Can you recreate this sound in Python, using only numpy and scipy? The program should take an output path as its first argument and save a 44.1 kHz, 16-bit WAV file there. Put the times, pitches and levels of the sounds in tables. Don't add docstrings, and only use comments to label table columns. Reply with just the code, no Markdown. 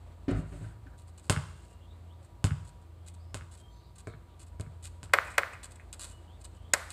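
import sys
import numpy as np
from scipy import signal
from scipy.fft import rfft, irfft
from scipy.io import wavfile
from scipy.ndimage import map_coordinates

SR = 44100
rng = np.random.default_rng(int(sys.argv[2]) if len(sys.argv) > 2 else 0)


def undo_db(level):
    steps = np.asarray(level, float) / 20
    return 10 ** steps


def file_out(sig):
    cols = np.atleast_2d(sig).T
    lim = np.clip(cols, -1, 1)
    pcm = np.round(lim * 32767).astype(np.int16)
    wavfile.write(sys.argv[1], SR, pcm)


N = 305172
TIME = np.arange(N) / SR
SIZE = 2 ** 19
HZ = np.maximum(np.arange(SIZE // 2 + 1) * SR / SIZE, 1)


def noise():
    return rng.standard_normal(N)


def rms_one(x):
    return x / np.sqrt(np.mean(x ** 2) + 1e-30)


def at_hz(points, hz, column=1):
    points = np.array(points)
    return np.interp(np.log(hz), np.log(points[:, 0]), points[:, column])


def coloured(x, spectrum):
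    cepstrum = irfft(np.log(undo_db(at_hz(spectrum, HZ[::64]))))
    cepstrum[1:4096] *= 2
    cepstrum[4097:] = 0
    response = irfft(np.exp(rfft(cepstrum)))
    return signal.oaconvolve(x, response / np.sqrt(np.sum(response ** 2)))[:N]


def clicks(seconds, db):
    out = np.zeros(N)
    out[(np.asarray(seconds) * SR).astype(int)] = undo_db(np.asarray(db))
    return out


def ring(seconds, db, modes, scatter_db, contact_hz):
    out = np.zeros(N)
    soft = np.exp(-2 * np.pi * contact_hz / SR)
    luck = rng.standard_normal((len(seconds), len(modes)))
    for k, (hz, level_db, t60) in enumerate(modes):
        r = undo_db(-60 / (t60 * SR))
        w = 2 * np.pi * hz / SR
        blows = clicks(seconds, db + level_db + scatter_db * luck[:, k])
        out += signal.lfilter([0, np.sin(w)], [1, -2 * r * np.cos(w), r * r], blows + 1e-18)
    return signal.lfilter([(1 - soft) ** 2], [1, -2 * soft, soft * soft], out)


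def bursts(seconds, db, lengths, rise):
    out = np.zeros(N)
    for s, level_db, length in np.broadcast(seconds, db, lengths):
        at = int(s * SR)
        length = max(length, 2e-4)
        t = np.arange(min(int(8 * length * SR), N - at)) / SR / length
        out[at:at + len(t)] += undo_db(level_db) * (1 - np.exp(-t / rise)) * np.exp(-t)
    return out


def drift(rate):
    knots = rng.standard_normal(400)
    return map_coordinates(knots, [TIME * rate + 2], order=3)


def narrow(x, hz, width):
    r = np.exp(-np.pi * width / SR)
    return signal.lfilter([(1 - r * r) / 2, 0, (r * r - 1) / 2], [1, -2 * r * np.cos(2 * np.pi * hz / SR), r * r], x)


# time in seconds, level in dB.
MOTOR_SWELLS = [(0, -49), (.54, -51), (.71, -59), (1.12, -48.5), (1.27, -54), (1.48, -47.5), (1.73, -56),
                (2.03, -46.5), (2.51, -59), (2.85, -50), (3.24, -46), (3.49, -49), (3.7, -59),
                (3.99, -58.5), (4.28, -52.5), (4.86, -45.5), (5.32, -54), (6.42, -50.5)]
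# pitch in Hz, level in dB, width in Hz.
MOTOR_OVERTONES = [(174.5, -69.5, 5.5), (339.3, -74, 4.1), (962.7, -72, 4.4), (1181, -76, 38)]
# frequency in Hz, level in dB per Hz.
RUMBLE_COLOUR = [(25, -43), (40, -7.5), (55, 18.5), (75, 3), (110, 8), (160, -8), (250, -39.5)]
# frequency in Hz, level in dB per Hz.
AIR_COLOUR = [(100, -24.5), (200, 0), (400, -3.5), (700, -4), (1100, -11.5), (1700, -17), (3000, -21),
              (4400, -22), (5500, -33), (6500, -31), (7900, -23.5), (9500, -31), (12000, -47.5),
              (16000, -76.5)]
# time in seconds, level in dB.
AIR_SWELLS = [(0, -61), (1, -63.5), (2, -63), (3, -64), (4, -65), (5, -62.5), (6, -61), (6.92, -63)]


def background():
    hum_db = np.interp(TIME, *np.transpose(MOTOR_SWELLS))
    rumble_db = -58.5 - 0.13 * (hum_db + 45)
    phase = 2 * np.pi * np.cumsum(84 + 0.64 * drift(5.4)) / SR
    hum = undo_db(hum_db + 1.5 + 0.55 * drift(11.0)) * np.sin(phase)
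    overtones = sum(undo_db(db) * rms_one(narrow(noise(), hz, width)) for hz, db, width in MOTOR_OVERTONES)
    rumble = undo_db(rumble_db + 4.0) * coloured(noise(), RUMBLE_COLOUR)
    air_db = np.interp(TIME, *np.transpose(AIR_SWELLS)) + 1.0 * drift(39)
    return hum + overtones + rumble + undo_db(air_db) * coloured(noise(), AIR_COLOUR)


def whistles(calls, smear_hz, clear):
    out, white = np.zeros(N), noise()
    for s, length, hz, db, rise_hz in calls:
        at = int(s * SR)
        share = np.linspace(0, 1, int(length * SR))
        phase = 2 * np.pi * np.cumsum(hz + rise_hz * share) / SR
        blur = signal.lfilter(*signal.butter(2, smear_hz, fs=SR), white[at - 4000:at + len(share)])[4000:]
        swell = np.sqrt(np.sin(np.pi * share) + 1e-9)
        out[at:at + len(share)] += undo_db(db) * swell * np.sin(phase) * (clear + rms_one(blur))
    return out


# start in seconds, length in seconds, first pitch in Hz, level in dB, rise in Hz.
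HELD_NOTES = [(.39, 0.032, 2790, -70, 5), (1.46, 0.16, 2800, -70.5, -18), (1.64, 0.25, 2810, -79.5, 1),
              (3.57, 0.14, 3170, -72, 28), (3.66, 0.16, 6240, -87, 0), (3.67, 0.12, 7260, -85, 12),
              (6.1, 0.16, 2954, -77, -54)]
RISING_CHIRPS = [(1.8, 0.067, 3180, -67, 150), (1.86, 0.1, 3430, -69, 450), (2.09, 0.059, 2860, -68, 1010),
                 (2.964, 0.24, 3020, -74.5, 574), (3.17, 0.1, 4320, -73, 990), (3.23, 0.13, 4700, -78, 690),
                 (6.26, 0.12, 2854, -67.5, 1000), (6.52, 0.4, 2850, -68.5, 1153)]
ROUGH_CHATTER = [(3.69, 0.23, 4020, -68.5, 341), (4.049, 0.11, 4350, -66.5, -750),
                 (4.279, 0.075, 3430, -71.5, 134)]


def birds():
    held = whistles(HELD_NOTES, smear_hz=27.7, clear=1.9)
    chirps = whistles(RISING_CHIRPS, smear_hz=172, clear=0.25)
    return held + chirps + whistles(ROUGH_CHATTER, smear_hz=523, clear=0)


# start in seconds, length in seconds, level in dB.
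SHOE_ROLLS = [(0.974, 0.051, -51), (1.071, 0.027, -56), (1.174, .025, -47.5), (1.224, 0.058, -53),
              (1.56, 0.18, -59.5), (2.223, 0.032, -54.5), (2.645, 0.05, -51.5), (2.813, 0.014, -60),
              (3.061, 0.036, -45), (3.137, 0.0078, -46), (3.511, 0.041, -46), (3.571, 0.041, -53),
              (3.953, 0.016, -50.5), (3.979, 0.028, -47.5), (4.39, 0.043, -46), (4.462, 0.02, -49.5),
              (4.825, 0.052, -40.5), (5.033, 0.0068, -42), (5.3, 0.019, -40), (5.628, 0.029, -37),
              (5.705, 0.02, -47.5), (5.754, 0.0036, -48.5), (5.926, 0.016, -37.5), (5.991, 0.062, -35),
              (6.063, 0.059, -44.5), (6.4, 0.024, -54), (6.439, 0.015, -36), (6.546, .025, -59),
              (6.897, 0.016, -38)]
# start in seconds, level in dB.
SOLE_SCUFFS = [(4.622, -52), (5.2445, -32), (5.27, -40.5), (5.334, -37.5), (5.521, -36), (5.7534, -58),
               (5.796, -48.5)]
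# time in seconds, level in dB.
STONE_SNAPS = [(3.085, -27), (4.61, -22.5), (4.855, -21.5), (5.929, -20), (6.077, -41.5), (6.9047, -18.5)]
# frequency in Hz, level in dB per Hz.
GRIT_COLOUR = [(1470, -25.5), (2500, -6), (3190, -7.5), (4300, -3.5), (5790, -13), (6640, -4), (8160, 4),
               (9080, -2.5), (10200, -8.5), (15500, -30.5)]
# frequency in Hz, level in dB per Hz.
SOLE_COLOUR = [(200, -23), (600, 1), (1500, 8), (2500, 7.5), (3500, -15), (5000, -29)]


def steps():
    tread = 0
    for s, length, db in SHOE_ROLLS:
        press = np.clip((TIME - s) / 0.0044, 0, 1)
        lift = np.exp(-np.maximum(TIME - s - length, 0) / 0.0058)
        tread = tread + undo_db(db) * press * lift
    tread = tread * undo_db(3.0 * drift(57))
    drag = bursts(*np.transpose(SOLE_SCUFFS), 0.018, rise=0.138)
    strength = undo_db(5.9 * np.minimum(rng.exponential(1, N), 4))
    grains = strength * (rng.random(N) < 4000 / SR) * rng.choice([-1, 1], N)
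    grains = rms_one(grains) + 0.11 * noise()
    cracking = undo_db(-12.0) * (tread + undo_db(-7) * drag) * grains
    crunch = coloured(cracking + clicks(*np.transpose(STONE_SNAPS)), GRIT_COLOUR)
    return crunch + coloured(undo_db(-10.0) * (undo_db(-13.5) * tread + drag) * grains, SOLE_COLOUR)


# time in seconds, peak in dB, hollow of the palms in Hz, bright edge in dB, wall echo in dB.
HAND_CLAPS = [
    (5.1369, -4, 1300, -22, -5.5),
    (5.3819, -7.5, 1510, -20, -12),
    (6.7372, -11.5, 2010, -4.5, -44),
]
# frequency in Hz, level in dB per Hz.
PALM_COLOUR = [(200, -29.5), (400, -9), (550, -3), (860, -7.5), (1200, -0.5), (2200, -2), (2800, -11.5),
               (4500, -16.5), (7000, -23)]
# frequency in Hz, level in dB per Hz.
SKIN_COLOUR = [(2500, -13), (4500, -9.5), (6000, -12.5), (7800, -3), (10000, -11.5), (13000, -14.5),
               (16000, -44)]


def claps():
    out, wall, plain = np.zeros((3, N))
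    for s, db, hz, edge_db, echo_db in HAND_CLAPS:
        echo_s = (17.1 + 2.6 * (s - HAND_CLAPS[0][0])) / 343
        closing = bursts([s - .004], db - 18, 0.0023, rise=1.1) * noise()
        puff = coloured(clicks([s], db + 9.5) + closing, PALM_COLOUR)
        pop = 0.92 * puff + 0.78 * narrow(puff, hz, width=2000)
        rub = bursts([s - .0015], db + edge_db + 8.0, 0.0014, rise=0.3) * noise()
        out += pop + coloured(clicks([s], db + edge_db + 14) + rub, SKIN_COLOUR)
        wall += undo_db(echo_db + 4) * np.roll(narrow(pop, hz, width=800), int(echo_s * SR))
        plain += coloured(clicks([s], db + 12), PALM_COLOUR)
        plain += coloured(clicks([s], db + edge_db + 16.5), SKIN_COLOUR)
    return out, wall, plain


# time in seconds, then board, stand and rattle levels in dB.
HOOP_KNOCKS = [
    (0.281, -17, -44, -34),
    (0.313, -29, -25.5, -55),
    (0.353, -44, -32, -72),
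    (0.384, -33.5, -31.5, -56),
    (0.521, -41, -38.5, -49),
    (0.611, -45.5, -34.5, -56),
    (0.858, -46.5, -50.5, -84),
]
# pitch in Hz, level in dB, time to fade by 60 dB in seconds.
BOARD_MODES = [(259, -4, 0.098), (278, 1, 0.065), (348, -7.5, 0.07), (569.6, -14, 0.11), (695, -22, 0.12),
               (805, -12, 0.032)]
STAND_MODES = [(51.6, -3.5, 0.83), (108, -3.5, 1), (132, -23, 0.2), (158, -4.5, 0.23), (177, -6.5, 0.12)]
# frequency in Hz, level in dB per Hz.
RATTLE_COLOUR = [(290, -8.5), (500, -18.5), (646, -12), (859, -25.5), (1300, -21), (4050, -36), (5620, -43),
                 (7580, -43.5), (15000, -73)]
# start in seconds, length in seconds, level in dB.
NET_BRUSHES = [
    (0.303, 0.018, -56.5),
    (0.337, 0.096, -63),
    (0.42, 0.34, -66),
]
# time in seconds, level in dB, length in seconds.
RIM_BUZZES = [
    (0.631, -54, 0.027),
    (0.863, -52.5, 0.011),
]


def hoop():
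    s, board_db, stand_db, rattle_db = np.transpose(HOOP_KNOCKS)
    board = ring(s, board_db - 5, BOARD_MODES, scatter_db=0.0, contact_hz=406)
    stand = ring(s, stand_db, STAND_MODES, scatter_db=2.0, contact_hz=250)
    rattle = coloured(bursts(s, rattle_db, 0.041, rise=0.01) * noise(), RATTLE_COLOUR)
    brush = sum(undo_db(db) * np.sin(np.pi * np.clip((TIME - s) / length, 0, 1)) for s, length, db in NET_BRUSHES)
    net = coloured(brush * undo_db(1.1 * drift(30.2)) * noise(), GRIT_COLOUR)
    shiver = bursts(*np.transpose(RIM_BUZZES), rise=0.44) * rms_one(narrow(noise(), 1480, width=300))
    return board + stand + rattle + shiver + net


# time in seconds, slap peak in dB, thump in dB, ring of the air inside in dB.
BALL_BOUNCES = [
    (1.297, -1, -24, -22),
    (2.4416, -9, -25.5, -32.5),
    (3.3438, -16, -37, -37),
    (4.0712, -31, -40.5, -34),
    (4.5975, -30.5, -41, -39.5),
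    (5.0304, -25, -45.5, -48.5),
]
# frequency in Hz, level in dB per Hz.
SLAP_COLOUR = [(200, -29.5), (400, -5), (1200, -6), (2500, -6), (4300, -10), (6000, -12.5), (8000, -8),
               (10000, -17), (13000, -35.5), (16000, -60.5)]
# pitch in Hz, level in dB, time to fade by 60 dB in seconds.
SQUASH_MODES = [(101, -0.5, 0.14), (140.7, 0, 0.1), (213, -23.5, 0.08)]
INNER_AIR_MODES = [(450, -3, 0.049), (654, 0.5, 0.024), (1171, -7.5, 0.03), (1322, -11, 0.053),
                   (1636, 4.5, 0.0061), (2230, -2, 0.015)]


def bounces():
    s, slap_db, thump_db, air_db = np.transpose(BALL_BOUNCES)
    s = s + 0.00065
    slap = clicks(s, slap_db + 2) - clicks(s + .0005, slap_db - 12)
    spray = bursts(s, slap_db - 28.5, 0.018, rise=0.026) * noise()
    thump = ring(s, thump_db + 4.5, SQUASH_MODES, scatter_db=6.0, contact_hz=511)
    ping = ring(s, air_db - 4, INNER_AIR_MODES, scatter_db=1.5, contact_hz=5070)
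    return coloured(slap, SLAP_COLOUR) + coloured(spray, GRIT_COLOUR) - thump + ping


# frequency in Hz, level in dB, time to fade by 60 dB in seconds.
SCATTERING = [(101, -2.5, 0.78), (310.5, 8.5, 0.25), (1223, 3, 0.65), (2410, -2, 0.69), (5000, -6, 0.72),
              (9000, -9, 0.68), (15040, -4.5, 0.54)]


def yard(x, scattered, echoes, scatter_db):
    path, tail = 1, 0
    t = TIME[:SR]
    for s, db, hz, breadth in echoes:
        damping = 1j * HZ / hz * breadth
        wall_colour = (damping / (1 + damping - (HZ / hz) ** 2)) ** 2
        path = path + undo_db(db) * np.exp(-2j * np.pi * HZ * s) * wall_colour
    edges = 50 * 2 ** np.arange(0, 8.6, .5)
    early = undo_db(13.0 - 60 * t / 0.044)
    for low, high in zip(edges, edges[1:]):
        half_octave = signal.butter(2, [low, high], "band", fs=SR, output="sos")
        band = signal.sosfilt(half_octave, rng.standard_normal(SR))
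        hz = np.sqrt(low * high)
        late = undo_db(-60 * t / at_hz(SCATTERING, hz, column=2))
        tail = tail + band * undo_db(at_hz(SCATTERING, hz)) * (early + late)
    tail = tail * (1 - np.exp(-t / 0.0012))
    direct = rfft(x, SIZE) * path
    return irfft(direct + rfft(scattered, SIZE) * undo_db(scatter_db) * rfft(tail, SIZE))[:N]


# delay in seconds, level in dB, centre in Hz, breadth as a share of the centre.
WALLS_FROM_BALL = [(0.0275, -11, 2400, 2.5), (.066, -4, 1600, 0.8), (.077, -10, 1550, 0.8),
                   (0.07, -6, 110, 2.5), (.14, -19, 1350, 0.7)]
ECHOES_FROM_PLAYER = [(.002, -2, 1900, 2.8), (.0043, -5, 1600, 2.8), (.009, -11, 1800, 2.3),
                      (.416, -30.5, 2100, 0.55)]


def scene():
    hands, wall, plain = claps()
    shoes = steps()
    far = birds() + hoop() + bounces()
    far = yard(far, far, WALLS_FROM_BALL, scatter_db=-39.5)
    near = yard(hands + shoes, plain + shoes, ECHOES_FROM_PLAYER, scatter_db=-42)
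    return (background() + far + near + wall)[None]


def top_cut(x):
    return signal.sosfilt(signal.butter(12, 16500, fs=SR, output="sos"), x)


def record(dry):
    rounded = 0.85 * np.tanh(dry / 0.85)
    thin = signal.sosfilt(signal.butter(4, 42, "high", fs=SR, output="sos"), rounded)
    cut = signal.sosfilt(signal.cheby2(12, 60, 16300, fs=SR, output="sos"), thin)
    return top_cut(cut)


dry = scene()
out = record(dry)
file_out(out)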